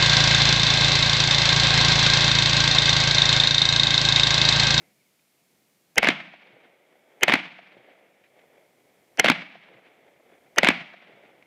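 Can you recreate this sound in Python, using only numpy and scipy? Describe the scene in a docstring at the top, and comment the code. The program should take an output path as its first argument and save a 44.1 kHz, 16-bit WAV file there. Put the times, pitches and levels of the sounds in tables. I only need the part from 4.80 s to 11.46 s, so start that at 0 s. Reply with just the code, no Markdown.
"""A grass shooting range is quiet at first: a light breeze, microphone hiss, faint knocks, two bird chirps.
Just after one second comes the first of four pistol shots; the shooter steps sideways between them.
Each blast overloads the microphone and makes the recorder turn itself down. The sound slaps back from
the ground, props and an earth bank, then rolls away through the woods while the volume creeps back up.
Small knocks and scuffs fall between the later shots and after the last one."""
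import sys
import numpy as np
from scipy import signal
from scipy.fft import rfft, irfft, next_fast_len
from scipy.io import wavfile
from scipy.ndimage import uniform_filter1d, map_coordinates

SR = 44100
rng = np.random.default_rng(int(sys.argv[2]) if len(sys.argv) > 2 else 0)


def file_out(sig):
    """Save sig as 16-bit WAV at sys.argv[1]."""
    # one column per channel
    cols = np.atleast_2d(sig).T
    # limit, then scale
    lim = np.clip(cols, -1, 1)
    pcm = np.round(lim * 32767).astype(np.int16)
    wavfile.write(sys.argv[1], SR, pcm)


N = 293706

# Levels are relative: lower dB means quieter. Rise and decay say how slowly a sound swells and fades.
# Gusts of wind. Each row: peak time in seconds, level in dB, width in seconds.
GUSTS = [(.01, -59, 0.092), (.75, -68.5, 0.11)]
# Knocks and scuffs. Each row: time in seconds, level in dB, decay in seconds, pitch in Hz.
KNOCKS = [(.015, -70.5, 0.089, 2100), (.393, -66, 0.0037, 2090), (2.969, -37.5, 0.0042, 397),
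          (3.087, -47, 0.0053, 620), (3.44, -58, 0.027, 2192), (3.593, -52.5, 0.0065, 2090),
          (3.616, -58, 0.0041, 2000), (5.399, -49, 0.0074, 595), (6.438, -44.5, .003, 543),
          (6.626, -50.5, 0.0033, 2140)]
# Bird calls. Each row: start in seconds, first and last pitch in Hz, length in seconds, level in dB.
CHIRPS = [(.185, 2550, 1950, 0.053, -72), (0.237, 2450, 1990, .055, -75)]
# Pistol shots. Each row: time in seconds, blast level in dB, microphone ring in Hz and its level in dB,
# thin tone in Hz and its level in dB, low push in dB, close echoes in dB, share of the walk from 0 to 1.
SHOTS = [(1.181, -1.5, 2083, -3.5, 3090, -8.5, -7.5, -3, 0),
         (2.433, -1, 2092, -5.5, 3006, -6.5, -24.5, -2.5, .4),
         (4.3968, -1.5, 2122, 1.5, 6080, -6.5, -18, -1, .85),
         (5.784, -0.5, 1964, -0.5, 6110, -12.5, -17, -1.5, 0.92)]
# Close echoes off ground, props and bank. 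Each row: delay and delay lost over the walk in seconds,
# smear level in dB, its rise and decay in seconds, shock level in dB, thud pitch in Hz, thud level in dB.
SLAPS = [(.004, 0.001, -12.5, 0.0011, 0.0034, -31, 261.3, -15),
         (0.0497, .0008, -7, 0.0014, .0012, -8, 614, 5),
         (0.058, .0022, -11.5, 0.00071, .001, -12.5, 230, -10.5),
         (.0644, .0017, -6, 0.0004, 0.0023, -11.5, 696.5, -24.5),
         (0.0739, 0.0027, -13, .0015, 0.0015, -26, 330.6, -12.5),
         (.0920, .0035, -6, .0028, .0028, -15.5, 180, -23.5),
         (.1063, 0.0037, 1, 0.00018, 0.0025, -2.5, 270.8, 2.5),
         (.1230, 0.0018, -14, 0.0016, .003, -26.5, 190, -13)]
# Grass, then props, scattering the blast. Each row: delay in seconds, level in dB, rise and decay in seconds.
PATCHES = [(.002, -30.5, .002, 0.045), (.051, -21.5, 0.006, .05)]
# Echoes off far banks and trees. Each row: delay in seconds, level in dB, spread in seconds,
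# thud pitch in Hz, thud level in dB.
FAR_ECHOES = [(0.224, -36.5, 0.01, 174, -38.5), (.357, -47.5, 0.01, 692, -32.5),
              (.44, -52, 0.013, 580, -49), (0.491, -55.5, 0.014, 525, -53), (.545, -59, .012, 130, -54),
              (0.669, -60, 0.024, 263, -56)]

# Tone colours, from bass to treble. Each row: frequency in Hz, level at that frequency in dB.
BREEZE_COLOUR = [(25, 5), (80, 0.5), (160, 8.5), (330, 4.5), (700, 0.5), (1200, -14), (2100, -15.5),
                 (3200, -22.5), (6000, -20), (16000, -34)]
HISS_COLOUR = [(100, -3), (3000, 0.5), (6000, -1.5), (15000, -2.5)]
CLICK_COLOUR = [(30, -24), (300, -18), (500, -16), (1100, -9), (2100, -2.5), (3100, -10), (4000, -13.5),
                (5200, -11), (6100, -8), (6900, -13.5), (10000, -22), (16000, -32)]
SWELL_COLOUR = [(30, -20), (200, -14), (400, 4.5), (850, 0.5), (1150, -17.5), (1700, -1.5), (2200, -5),
                (3000, -0.5), (3800, -27.5), (6000, -36), (16000, -47.5)]
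BLAST_COLOUR = [(30, -30.5), (130, -27.5), (350, -10.5), (750, -3), (1150, -8.5), (1650, -2), (2400, -3.5),
                (3100, -6), (4200, -16), (6000, -28), (10000, -49.5), (16000, -51.5)]
SHOCK_COLOUR = [(30, -29.5), (200, -13.5), (650, -3.5), (1100, -5.5), (1900, 3.5), (2500, 0), (3500, -10),
                (5000, -16), (8000, -26), (16000, -35.5)]
SCATTER_COLOUR = [(30, -33.5), (105, -26), (145, -2.5), (195, 3.5), (250, -5), (300, -2), (430, -17.5),
                  (700, -3.5), (1050, -10), (1650, -6), (2300, -2.5), (3300, -8.5), (5000, -23.5),
                  (8000, -40), (16000, -54)]
WOODS_COLOUR = [(30, -37), (90, -14), (150, -17.5), (350, 1), (560, 4.5), (780, -1), (1050, -11.5),
                (1600, -11), (2200, -9), (2800, -18.5), (3400, -14), (4200, -32.5), (6000, -36.5),
                (16000, -68)]


def amp(db):
    """Turn decibels into a number to multiply by."""
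    return 10 ** (np.asarray(db) / 20)


def unit(x):
    """Scale a sound to an average power of 1."""
    return x / np.sqrt(np.mean(x ** 2) + 1e-20)


def colour_gains(colour, size):
    """Join the rows of a tone colour into one gain for every frequency."""
    hz, db = np.transpose(colour)
    return amp(np.interp(np.log(np.fft.rfftfreq(size, 1 / SR) + 1), np.log(hz), db))


def noise(colour, size):
    """Steady noise with the given tone colour."""
    padded = next_fast_len(size)
    spectrum = rfft(rng.standard_normal(padded)) * colour_gains(colour, padded)
    return unit(irfft(spectrum, padded)[:size])


def wobble(rate, size):
    """A smooth curve through `rate` random values a second."""
    return map_coordinates(rng.standard_normal(512), [np.arange(size) * rate / SR], mode="wrap")


def burst(t, rise, decay):
    """A loudness curve that swells up to t = 0 and dies away after it."""
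    return np.exp(-np.abs(t) / np.where(t < 0, rise, decay))


def add(track, start, sound):
    """Mix a sound into the track, with its start given in seconds."""
    part = track[round(start * SR):][:len(sound)]
    part += sound[:len(part)]


def background(breeze_db=-74, growth_db_per_s=1.77, hiss_db=-68.5):
    """A breeze with small gusts slowly picks up over the grass, while the microphone itself hisses."""
    t = np.arange(N) / SR
    gusts = sum(amp(db) * burst(t - peak, width, width) for peak, db, width in GUSTS)
    strength = np.hypot(amp(breeze_db + growth_db_per_s * t), gusts)
    breeze = strength * amp(.86 * wobble(9, N)) * noise(BREEZE_COLOUR, N)
    return breeze + amp(hiss_db) * noise(HISS_COLOUR, N)


def knocks(lead_s=.01):
    """Things touch with faint, dry knocks, each a puff of noise around one pitch."""
    t = np.arange(SR // 8) / SR - lead_s
    out = np.zeros(N)
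    for when, db, decay, hz in KNOCKS:
        colour = [(hz / 8, -25), (hz / 2, -12), (hz, 0), (hz * 2, -17), (hz * 8, -55)]
        add(out, when - lead_s, amp(db) * burst(t, .0017, decay) * noise(colour, len(t)))
    return out


def bird():
    """A far bird whistles twice, sliding down in pitch each time."""
    out = np.zeros(N)
    for start, first_hz, last_hz, length, db in CHIRPS:
        hz = np.linspace(first_hz, last_hz, round(length * SR))
        whistle = np.sin(2 * np.pi * np.cumsum(hz) / SR)
        add(out, start, amp(db) * np.hanning(len(hz)) * whistle)
    return out


def puff(t, rise, decay, colour):
    """A short burst of noise, scaled to the energy of its loudness curve."""
    loudness = burst(t, rise, decay)
    return unit(loudness * noise(colour, len(t))) * np.sqrt(np.mean(loudness ** 2))


def ring(t, hz, cycles):
    """A tone that starts at t = 0 and fades to about a third after `cycles` swings."""
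    turns = np.maximum(t, 0) * hz
    return np.sin(2 * np.pi * turns) * np.exp(-turns / cycles)


def thud(t, hz, cycles):
    """A low push that builds over its first swing and dies within a few."""
    return ring(t, hz, cycles) * np.clip(t * hz, 0, 1)


def shot_sound(t, ring_hz, ring_db, tone_hz, tone_db, push_db, click_lead_s=.0225):
    """Just before each blast a faint click sounds and a swell rises; a thin tone swells with the blast, which
    makes the microphone's opening ring."""
    click = amp(-34.5) * puff(t + click_lead_s, .0003, .0011, CLICK_COLOUR)
    fade_in = np.clip((t + click_lead_s) / click_lead_s, 0, 1)
    swell = amp(-14) * fade_in * puff(t, .011, .008, SWELL_COLOUR)
    gas = amp(-7) * puff(t - .0005, .0004, .0028, BLAST_COLOUR)
    crack = amp(-2) * puff(t - .001, .001, .0012, CLICK_COLOUR)
    mic_ring = amp(ring_db) * ring(t, ring_hz, cycles=7)
    thin_tone = amp(tone_db) * burst(t - .001, .0018, .00074) * np.sin(2 * np.pi * tone_hz * t)
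    low_push = amp(push_db) * thud(t + .012, hz=40, cycles=.5)
    return click + swell + gas + crack + mic_ring + thin_tone + low_push


def shock(t, size=2048):
    """One clean jump in air pressure at t = 0."""
    # These two lines build a pulse of the right colour with nothing ahead of its start (minimum phase).
    cepstrum = irfft(np.log(colour_gains(SHOCK_COLOUR, size)))[:size // 2]
    front = irfft(np.exp(rfft(2 * cepstrum * (np.arange(size // 2) > 0), size)))
    front *= np.sqrt(SR / 1000 / np.sum(front ** 2))  # the energy of one millisecond at height 1
    return np.interp(np.round(t * SR), np.arange(size), front, left=0, right=0)


def slaps(t, walk, thud_growth_db=3.5):
    """Each close echo is a shock, a smear from the rough surface and a thud; walking shortens its path."""
    out = np.zeros(len(t))
    for delay, lost, smear_db, rise, decay, shock_db, thud_hz, thud_db in SLAPS:
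        age = t - delay + walk * lost
        out += amp(shock_db) * shock(age)
        out += amp(smear_db) * puff(age, rise, decay, BLAST_COLOUR)
        out += amp(thud_db + thud_growth_db * (walk - .5)) * thud(age + .00088, thud_hz, cycles=1)
    return out


def scatter(t, bank_s=.1, bank_db=-21, bank_rise_s=.02, bank_fall=2.76, air_loss_db=1.5):
    """Countless weak echoes come off grass, props, banks and trees, duller the farther they travel."""
    near_power = sum((amp(db) * burst(t - delay, rise, decay)) ** 2 for delay, db, rise, decay in PATCHES)
    bank_swell = np.exp(np.minimum(t - bank_s, 0) / bank_rise_s)
    bank = amp(bank_db) * bank_swell * np.maximum(t / bank_s, 1) ** -bank_fall
    flutter = amp(wobble(70, len(t)))
    tail = np.sqrt(near_power + bank ** 2) * (t > 0) * flutter * noise(SCATTER_COLOUR, len(t))
    for delay, db, spread, thud_hz, thud_db in FAR_ECHOES:
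        tail += amp(db) * burst(t - delay, spread, spread) * noise(BLAST_COLOUR, len(t))
        tail += amp(thud_db) * thud(t - delay, thud_hz, cycles=2.5)
    hz, age, slices = signal.stft(tail, SR, nperseg=256)
    air_gain = amp(-air_loss_db * age * (hz[:, None] / 3000) ** 2)  # air soaks up treble along the way
    return signal.istft(slices * air_gain, SR, nperseg=256)[1][:len(t)]


def woods(t, first_s=.51, first_db=-57.5, round_trip_s=.63, trip_loss_db=7):
    """A long, hollow roll passes to and fro between the tree lines, weaker on each of four trips."""
    trip = np.arange(4)[:, None]
    age = t - first_s - round_trip_s * trip
    returns = amp(first_db - trip_loss_db * trip) * burst(age, rise=.07, decay=.42)
    flutter = amp(1.9 * wobble(20, len(t)) + 1.86 * wobble(150, len(t)))
    return np.linalg.norm(returns, axis=0) * (t > 0) * flutter * noise(WOODS_COLOUR, len(t))


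def pistol(lead_s=.04):
    """Every shot: the blast, its close echoes, the scatter and the far roll."""
    t = np.arange(3 * SR) / SR - lead_s
    early = t[:SR // 4]
    out = np.zeros(N)
    for when, db, ring_hz, ring_db, tone_hz, tone_db, push_db, slaps_db, walk in SHOTS:
        start = when - lead_s
        add(out, start, amp(db) * shot_sound(early, ring_hz, ring_db, tone_hz, tone_db, push_db))
        add(out, start, amp(slaps_db) * slaps(early, walk))
        add(out, start, scatter(t) + woods(t))
    return out


def scene(shots_db=9, knocks_db=2):
    """Gunfire over the quiet range, in one channel."""
    return (amp(shots_db) * pistol() + amp(knocks_db) * knocks() + bird() + background())[None]


def microphone(x, opening_hz=2200, sharpness=6, ring_db=-2):
    """The microphone's small opening boosts one pitch, which sounds nasal."""
    return x + amp(ring_db) * signal.lfilter(*signal.iirpeak(opening_hz, sharpness, fs=SR), x)


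def gain_control(x, threshold=.026, depth_db=11.5, recovery_s=.8):
    """Loud sound turns the recorder down at once; the volume then creeps back."""
    t = np.arange(N) / SR
    excess = np.clip(np.abs(x) / threshold - 1, 1e-9, 1)
    # Hold on to each peak and let it fade.
    held = np.exp(np.maximum.accumulate(np.log(excess) + t / recovery_s, axis=-1) - t / recovery_s)
    return x * amp(-depth_db * uniform_filter1d(held, size=128))


def record(dry, low_cut_hz=95, ceiling=.62, hardness=3.5, capacitor_hz=80, top_hz=15500):
    """The recorder trims the bass, turns loud sound down, squashes the peaks and cuts the highest treble."""
    low_cut = signal.butter(2, low_cut_hz, "highpass", fs=SR, output="sos")
    x = gain_control(signal.sosfilt(low_cut, microphone(dry)))
    x = x / (1 + np.abs(x / ceiling) ** hardness) ** (1 / hardness)  # overload
    x = signal.lfilter(*signal.butter(1, capacitor_hz, "highpass", fs=SR), x)  # blocks slow drift
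    padded = next_fast_len(N + SR // 4)
    treble_cut = np.clip((top_hz - np.fft.rfftfreq(padded, 1 / SR)) / 900 + .5, 0, 1)
    return irfft(rfft(x, padded) * treble_cut, padded)[:, :N]


dry = scene()
out = record(dry)
file_out(out)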